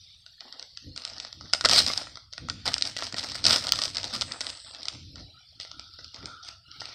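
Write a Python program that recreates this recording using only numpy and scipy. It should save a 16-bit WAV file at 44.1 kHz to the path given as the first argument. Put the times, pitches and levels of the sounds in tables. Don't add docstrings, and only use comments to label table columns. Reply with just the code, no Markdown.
import sys
import numpy as np
from scipy import signal
from scipy.fft import rfft, irfft
from scipy.io import wavfile
from scipy.ndimage import uniform_filter1d, map_coordinates

SR = 44100
rng = np.random.default_rng(int(sys.argv[2]) if len(sys.argv) > 2 else 0)


def output_pcm(signal):
    pcm = np.clip(np.atleast_2d(signal).T, -1, 1) * 32767
    wavfile.write(sys.argv[1], SR, np.round(pcm).astype(np.int16))


def invert_db(level):
    return 10 ** (np.asarray(level, dtype=float) / 20)


N = 306054

# time_s, click_db, knock_db (sharp click, hollow knock)
CLASHES = [(1.2494, -18.5, -32), (1.4104, -26.5, -36.5), (1.5347, -2, -15.5), (1.5472, -13.5, -21.5),
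           (1.6103, -11, -26.5), (1.6417, -18.5, -25), (1.6482, -15, -13), (1.6579, -4, -7.5),
           (1.688, -2.5, -25.5), (1.6958, -3, -16), (1.9014, -31, -22.5), (1.9764, -8, -28.5),
           (2.0707, -47.5, -26.5), (2.1724, -23.5, -33), (2.38, -20, -30.5), (2.4868, -17, -28.5),
           (2.5022, -40, -26.5), (2.6729, -49.5, -26), (2.6824, -17.5, -25), (2.765, -30, -26.5),
           (2.8232, -5.5, -29), (2.966, -12, -23.5), (3.0239, -17, -19.5), (3.1435, -18.5, -23.5),
           (3.2432, -37, -25.5), (3.4535, -5.5, -24.5), (3.4656, 1.5, -22), (3.5598, -14, -28),
           (3.722, 0.5, -19.5), (3.7353, -15, -27), (3.7895, -10, -22.5), (4.2114, -9, -31),
           (4.2173, -11.5, -28.5), (4.2247, -18, -27.5), (4.315, -36, -30), (4.4078, -10, -25),
           (4.8845, -11, -41), (5.65, -30, -37.5), (5.99, -35, -38), (6.8184, -24, -31)]
# time_s, click_db
TICKS = [(0.2636, -22), (0.4071, -24), (0.526, -25), (0.5961, -22.5), (0.6269, -25), (0.7733, -20.5),
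         (0.9626, -21.5), (0.977, -20), (1.052, -23), (1.099, -26), (1.1823, -22), (1.2008, -15.5),
         (1.3286, -26.5), (1.5308, -15), (1.5361, -0.5), (1.5491, -14.5), (1.6126, -16), (1.651, -2),
         (1.656, 0), (1.6615, -12), (1.7121, -2), (1.714, -6.5), (1.7158, -6), (1.7282, -9), (1.753, -11),
         (1.7623, -3), (1.7815, -3), (1.7872, -17), (1.7957, -12), (1.8033, -4), (1.8643, -6),
         (1.8807, -22), (1.9158, -16), (1.9355, -11), (2.1564, -21.5), (2.3278, -26.5), (2.3348, -23.5),
         (2.4989, -10), (2.6664, -16), (2.6781, -9), (2.735, -15), (2.7419, -11.5), (2.7813, -11.5),
         (2.8113, -18), (2.853, -14), (2.8559, -21), (2.973, -26), (2.989, -18), (3.017, -24), (3.052, -25),
         (3.0677, -20), (3.1253, -14.5), (3.1688, -23), (3.1833, -12), (3.188, -14.5), (3.193, -19),
         (3.1957, -17), (3.2303, -22), (3.3193, -19.5), (3.382, -36), (3.4411, -9), (3.443, -11.5),
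         (3.449, -11.5), (3.4566, -13), (3.4681, -3), (3.475, -13), (3.4832, -6), (3.4956, -11),
         (3.5081, -3.5), (3.5258, -13.5), (3.5291, -12), (3.5312, -9), (3.5402, -19), (3.561, -10),
         (3.6697, -10), (3.684, -17), (3.6921, -13), (3.7586, -19), (3.797, -19), (3.8185, -7),
         (3.8255, -16), (3.8372, -9), (3.8526, -16), (3.856, -10.5), (3.8798, -21), (3.948, -17.5),
         (3.9538, -22), (3.958, -19), (3.9697, -9.5), (3.9827, -15.5), (4.032, -18.5), (4.0431, -12),
         (4.0495, -26), (4.1527, -17), (4.163, -16), (4.2206, -9.5), (4.3209, -15), (4.412, -16),
         (4.4147, -14.5), (4.4677, -14.5), (4.491, -34), (4.5013, -14.5), (4.7479, -22), (4.8317, -20.5),
         (4.8551, -18), (5.1577, -24.5), (5.6005, -18.5), (5.6357, -30.5), (5.7153, -22.5), (5.796, -22.5),
         (6.0449, -24), (6.1448, -23), (6.1615, -25), (6.258, -22.5), (6.488, -28), (6.7154, -27.5),
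         (6.8066, -22.5), (6.8559, -24)]
TICK_KNOCK_DB = -19.5
# pitch_hz, relative_level_db (per Hz)
BONE_COLOUR = [(120, -45.5), (200, -7.5), (254, -2), (380, -13.5), (635, -3), (1060, -10), (1300, -5),
               (1680, -10), (1940, -8.5), (2750, -11.5), (5150, -2), (6760, -21), (8420, -16.5),
               (9930, -31.5), (16000, -32.5)]
# pitch_hz, relative_level_db, t60_s (time to fall 60 dB)
ANTLER_MODES = [(644, -14, 0.041), (1370, -1.5, 0.03), (1930, -2, 0.027), (2720, -8, 0.016)]
RING_DB, RING_SCATTER_DB = -7, 4
# start_s, length_s, gritty_scrape_db, dull_scuff_db
STROKES = [(.415, 0.22, -61.5, -56), (.975, 0.28, -47.5, -53.5), (1.42, 0.079, -51.5, -62.5),
           (1.7, 0.09, -23, -33.5), (1.865, 0.032, -31, -38.5), (1.96, 0.062, -41, -46),
           (2.658, 0.02, -33, -34), (2.75, 0.087, -55, -60), (2.84, 0.03, -35, -44),
           (2.985, 0.061, -36, -43), (3.165, 0.019, -32.5, -41), (3.23, 0.1, -40.5, -50.5),
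           (3.345, 0.042, -38, -45), (3.465, 0.091, -24.5, -32), (3.62, 0.057, -37, -43.5),
           (3.75, 0.12, -36, -46), (3.95, 0.18, -42.5, -48.5), (4.135, 0.014, -31.5, -40),
           (4.28, 0.064, -49, -46.5), (4.408, 0.089, -41, -46), (4.55, 0.4, -49, -55),
           (5.165, 0.014, -49.5, -48), (5.515, 0.0067, -83, -58.5), (5.605, 0.031, -42, -59),
           (5.8, 0.26, -52, -88), (6.14, 0.14, -50.5, -54.5), (6.43, 0.052, -44.5, -58),
           (6.8, 0.17, -47, -54.5)]
STROKE_RISE_DB_S, SCRAPE_FALL_DB_S, SCUFF_FALL_DB_S = 4003.5, 206, 283
GRAINS_PER_S, BUSY_DB = 450, -33.5
# time_s, level_db (before the soft attack lowers the peak)
HOOF_FALLS = [(0.859, -43.5), (1.439, -38), (2.501, -35), (2.675, -24.5), (3.131, -31.5), (3.869, -36),
              (4.162, -29.5), (6.231, -30)]
HOOF_BAND_HZ, HOOF_ATTACK_S, HOOF_T60_S = (85, 330), 0.01, 0.077
# start_s, length_s, level_db
SLIDES = [(4.27, 0.44, -53)]
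# pitch_hz, relative_level_db (per Hz)
WOOD_COLOUR = [(250, -17.5), (650, -11), (1050, -19), (1320, -11.5), (1650, -11.5), (2600, -8),
               (4700, -3.5), (7000, -17), (8300, -13.5), (10500, -23.5)]
# time_s, level_db
WOOD_LEVEL = [(2.17, -51), (2.3, -57), (2.33, -51.5), (6.53, -51), (6.62, -55.5), (6.75, -49)]
# pitch_hz, relative_level_db (per Hz)
WIND_COLOUR = [(15, -74), (38, -7), (92, 8), (184, -4), (310, -1.5), (400, -25.5), (520, -12), (880, -120)]
# time_s, level_db
BREEZE = [(0, -60.5), (.5, -79), (1.2, -65.5), (3.7, -49), (4.7, -65.5), (6.94, -59.5)]
# start_s, length_s, rumble_db
PUFFS = [(.73, 0.017, -61), (.86, 0.022, -46.5), (1.04, 0.12, -61.5), (1.44, 0.0098, -50),
         (1.71, 0.058, -34.5), (2.43, 0.071, -48), (2.6, 0.16, -54), (3.0, 0.12, -63), (3.5, 0.019, -46),
         (4.2, 0.065, -51.5), (4.97, 0.23, -49.5), (5.75, 0.39, -67), (6.23, 0.077, -66.5)]
PUFF_RISE_DB_S, PUFF_FALL_DB_S = 246, 157.5
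# time_s, level_db
NARROW_LEVEL = [(5.2, -83), (5.38, -59), (5.55, -74), (5.75, -59), (6.1, -64), (6.3, -51), (6.6, -63.5),
                (6.94, -58)]
# pitch_hz, closed_depth_db, opening_rise_db (rise above the quiet level)
SUPPRESSOR = [(138, -2.5, 21), (298, 30, 2.5), (2640, 18.5, 5), (3530, 11.5, 0), (5340, 38, -4),
              (6780, 20.5, 9.5)]
MIC_TOP_HZ = 12700


def unit(x):
    return x / np.sqrt(np.mean(x ** 2) + 1e-20)


def along(points, hz):
    f, v = np.transpose(points)
    return np.interp(np.log(hz + 1), np.log(f + 1), v)


def curve(rows):
    s, value = np.transpose(rows)
    return np.interp(np.arange(N) / SR, s, value)


def wobble(rate):
    knots = rng.standard_normal(int(N * rate / SR) + 4)
    return map_coordinates(knots, [np.arange(N) * rate / SR])


def response(spectrum, size=2048):
    level_db = along(spectrum, np.fft.rfftfreq(size, 1 / SR))
    cepstrum = irfft(np.log(invert_db(level_db) + 1e-6))
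    cepstrum[1:size // 2] *= 2
    cepstrum[size // 2 + 1:] = 0
    return irfft(np.exp(rfft(cepstrum)))


def band(x, lo_hz, hi_hz):
    return signal.sosfilt(signal.butter(2, [lo_hz, hi_hz], "bandpass", fs=SR, output="sos"), x)


def through(x, h):
    return signal.fftconvolve(x, h)[:N]


def patchy(x, depth_db, bins, frames):
    z = signal.stft(x, nperseg=512)[2]
    field = uniform_filter1d(rng.standard_normal(z.shape), size=bins, axis=0)
    field = uniform_filter1d(field, size=frames, axis=1)
    return signal.istft(z * invert_db(depth_db * unit(field)), nperseg=512)[1][:N]


def swells(rows, column, rise_db_s, fall_db_s):
    rows, t = np.array(rows), np.arange(0, N + 64, 64) / SR
    start, length = rows[:, :1], rows[:, 1:2]
    early, late = start - t, t - start - length
    db = rows[:, column, None] - rise_db_s * np.maximum(early, 0) - fall_db_s * np.maximum(late, 0)
    return np.interp(np.arange(N) / SR, t, np.sqrt(np.sum(invert_db(db) ** 2, axis=0)))


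def contact_burst(t, lead):
    chatter = rng.standard_normal((2, len(t))) * rng.exponential(size=len(t))
    burst = np.roll(invert_db(-22 - 60 * t / 0.011) * chatter, lead, axis=1)
    burst[:, lead] = np.sign(chatter[0, 0])
    burst[:, lead + 1:lead + 3] += 0.28 * rng.standard_normal((2, 2))
    burst /= np.linalg.norm(burst[:, lead:lead + 3], axis=1, keepdims=True)
    burst[:, rng.integers(lead)] += 0.37 * chatter[:, 1]
    return burst


def antler_ring(t):
    hz, mode_db, t60 = np.transpose(ANTLER_MODES)[..., None]
    scatter, detune = rng.standard_normal((2, len(ANTLER_MODES), 1))
    decay = invert_db(mode_db + RING_SCATTER_DB * scatter - 60 * t / t60)
    return (decay * np.sin(2 * np.pi * hz * (1 + 0.054 * detune) * t)).sum(axis=0)


def contacts():
    t, lead = np.arange(SR // 40) / SR, SR // 1000
    bone = response(BONE_COLOUR)
    voices = [band(bone, 2700, 8800), band(bone, 350, 2300)]
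    trains, rings = np.zeros((2, N + len(t))), np.zeros(N + len(t))
    for s, click_db, knock_db in CLASHES + [(s, db, db + TICK_KNOCK_DB) for s, db in TICKS]:
        at = round(s * SR)
        trains[:, at - lead:at - lead + len(t)] += invert_db([[click_db], [knock_db]]) * contact_burst(t, lead)
        rings[at:at + len(t)] += invert_db(knock_db + RING_DB) * antler_ring(t)
    out = rings[:N]
    for train, h in zip(trains, voices):
        peak = np.abs(signal.hilbert(h)).max()
        out = out + through(train, h / peak)
    return out


def scrape():
    pressure = swells(STROKES, 2, STROKE_RISE_DB_S, SCRAPE_FALL_DB_S)
    scuff = swells(STROKES, 3, STROKE_RISE_DB_S, SCUFF_FALL_DB_S)
    crowd = 1 + pressure / invert_db(BUSY_DB)
    hit = (rng.random((2, N)) < GRAINS_PER_S * crowd / SR) / np.sqrt(crowd)
    size_db = 2.4 * np.minimum(rng.exponential(size=(2, N)), 2.2)
    grains = unit(hit * rng.standard_normal((2, N)) * invert_db(size_db))
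    grit = grains + [[.5], [.9]] * rng.standard_normal((2, N))
    grit = grit * invert_db(2.5 * wobble(110) + .8 * wobble(30))
    grit = [patchy(g, 2.4, bins=10, frames=6) for g in grit]
    bone = response(BONE_COLOUR)
    gritty = unit(through(grit[0], band(bone, 2800, 16000)))
    dull = unit(through(grit[1], band(bone, 120, 2460)))
    return pressure * gritty + scuff * dull


def hoof_falls():
    rows = np.array(HOOF_FALLS)
    since = np.maximum(np.arange(N) / SR - rows[:, :1], 0)
    shape = invert_db(rows[:, 1:] - 60 * since / HOOF_T60_S) * (1 - np.exp(-since / HOOF_ATTACK_S))
    return shape.sum(axis=0) * unit(band(rng.standard_normal(N), *HOOF_BAND_HZ))


def slide():
    hiss = unit(band(band(rng.standard_normal(N), 5900, 9600), 7600, 8570))
    return swells(SLIDES, 2, rise_db_s=297, fall_db_s=150.0) * hiss


def verge(x):
    t = np.arange(SR // 4) / SR
    tail = rng.standard_normal(len(t)) * invert_db(-60 * t / 0.27) * (t > .004)
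    return through(x, tail / np.linalg.norm(tail))


def woodland_hiss():
    uneven = patchy(rng.standard_normal(N), 2.4, bins=3, frames=40)
    return invert_db(curve(WOOD_LEVEL)) * unit(through(uneven, response(WOOD_COLOUR)))


def wind_rumble():
    wind = through(rng.standard_normal(N), response(WIND_COLOUR, size=8192))
    strength = invert_db(curve(BREEZE)) + swells(PUFFS, 2, PUFF_RISE_DB_S, PUFF_FALL_DB_S)
    return strength * unit(wind * invert_db(3.6 * wobble(16)))


def narrow_hiss():
    narrow = unit(band(rng.standard_normal(N), 1265, 1426))
    return invert_db(curve(NARROW_LEVEL) + 1.8 * wobble(6.8)) * narrow


def scene():
    deer = contacts() + scrape() + hoof_falls() + slide()
    air = woodland_hiss() + wind_rumble() + narrow_hiss()
    return (deer + invert_db(-12.0) * verge(deer) + air)[None]


def suppress(x, knee_db, fall_db_s):
    hz, t, z = signal.stft(x, SR, nperseg=512, noverlap=384)
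    power = uniform_filter1d(uniform_filter1d(np.abs(z) ** 2, size=2, axis=0), size=3, axis=1)
    level = 10 * np.log10(np.abs(power) + 1e-20)
    held = np.maximum.accumulate(level + fall_db_s * t, axis=1) - fall_db_s * t
    quiet = uniform_filter1d(np.percentile(held, 8, axis=1, keepdims=True), size=5, axis=0)
    depth_db, open_db = (along(np.array(SUPPRESSOR)[:, [0, k]], hz)[:, None] for k in (1, 2))
    above = (held - quiet - open_db) / knee_db
    gain_db = -depth_db / (1 + np.exp(np.minimum(above, 50)))
    return signal.istft(z * invert_db(gain_db), SR, nperseg=512, noverlap=384)[1][:N]


def band_limit(x):
    return signal.sosfilt(signal.butter(12, 16520, fs=SR, output="sos"), x)


def record(dry):
    heard = signal.sosfilt(signal.butter(2, MIC_TOP_HZ, fs=SR, output="sos"), dry[0])
    suppressed = suppress(heard, knee_db=1.5, fall_db_s=98.5)
    noise_floor = invert_db(-86.0) * unit(band(rng.standard_normal(N), 60, 12000))
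    mix = (suppressed + noise_floor)[None]
    return band_limit(mix)


dry = scene()
out = record(dry)
output_pcm(out)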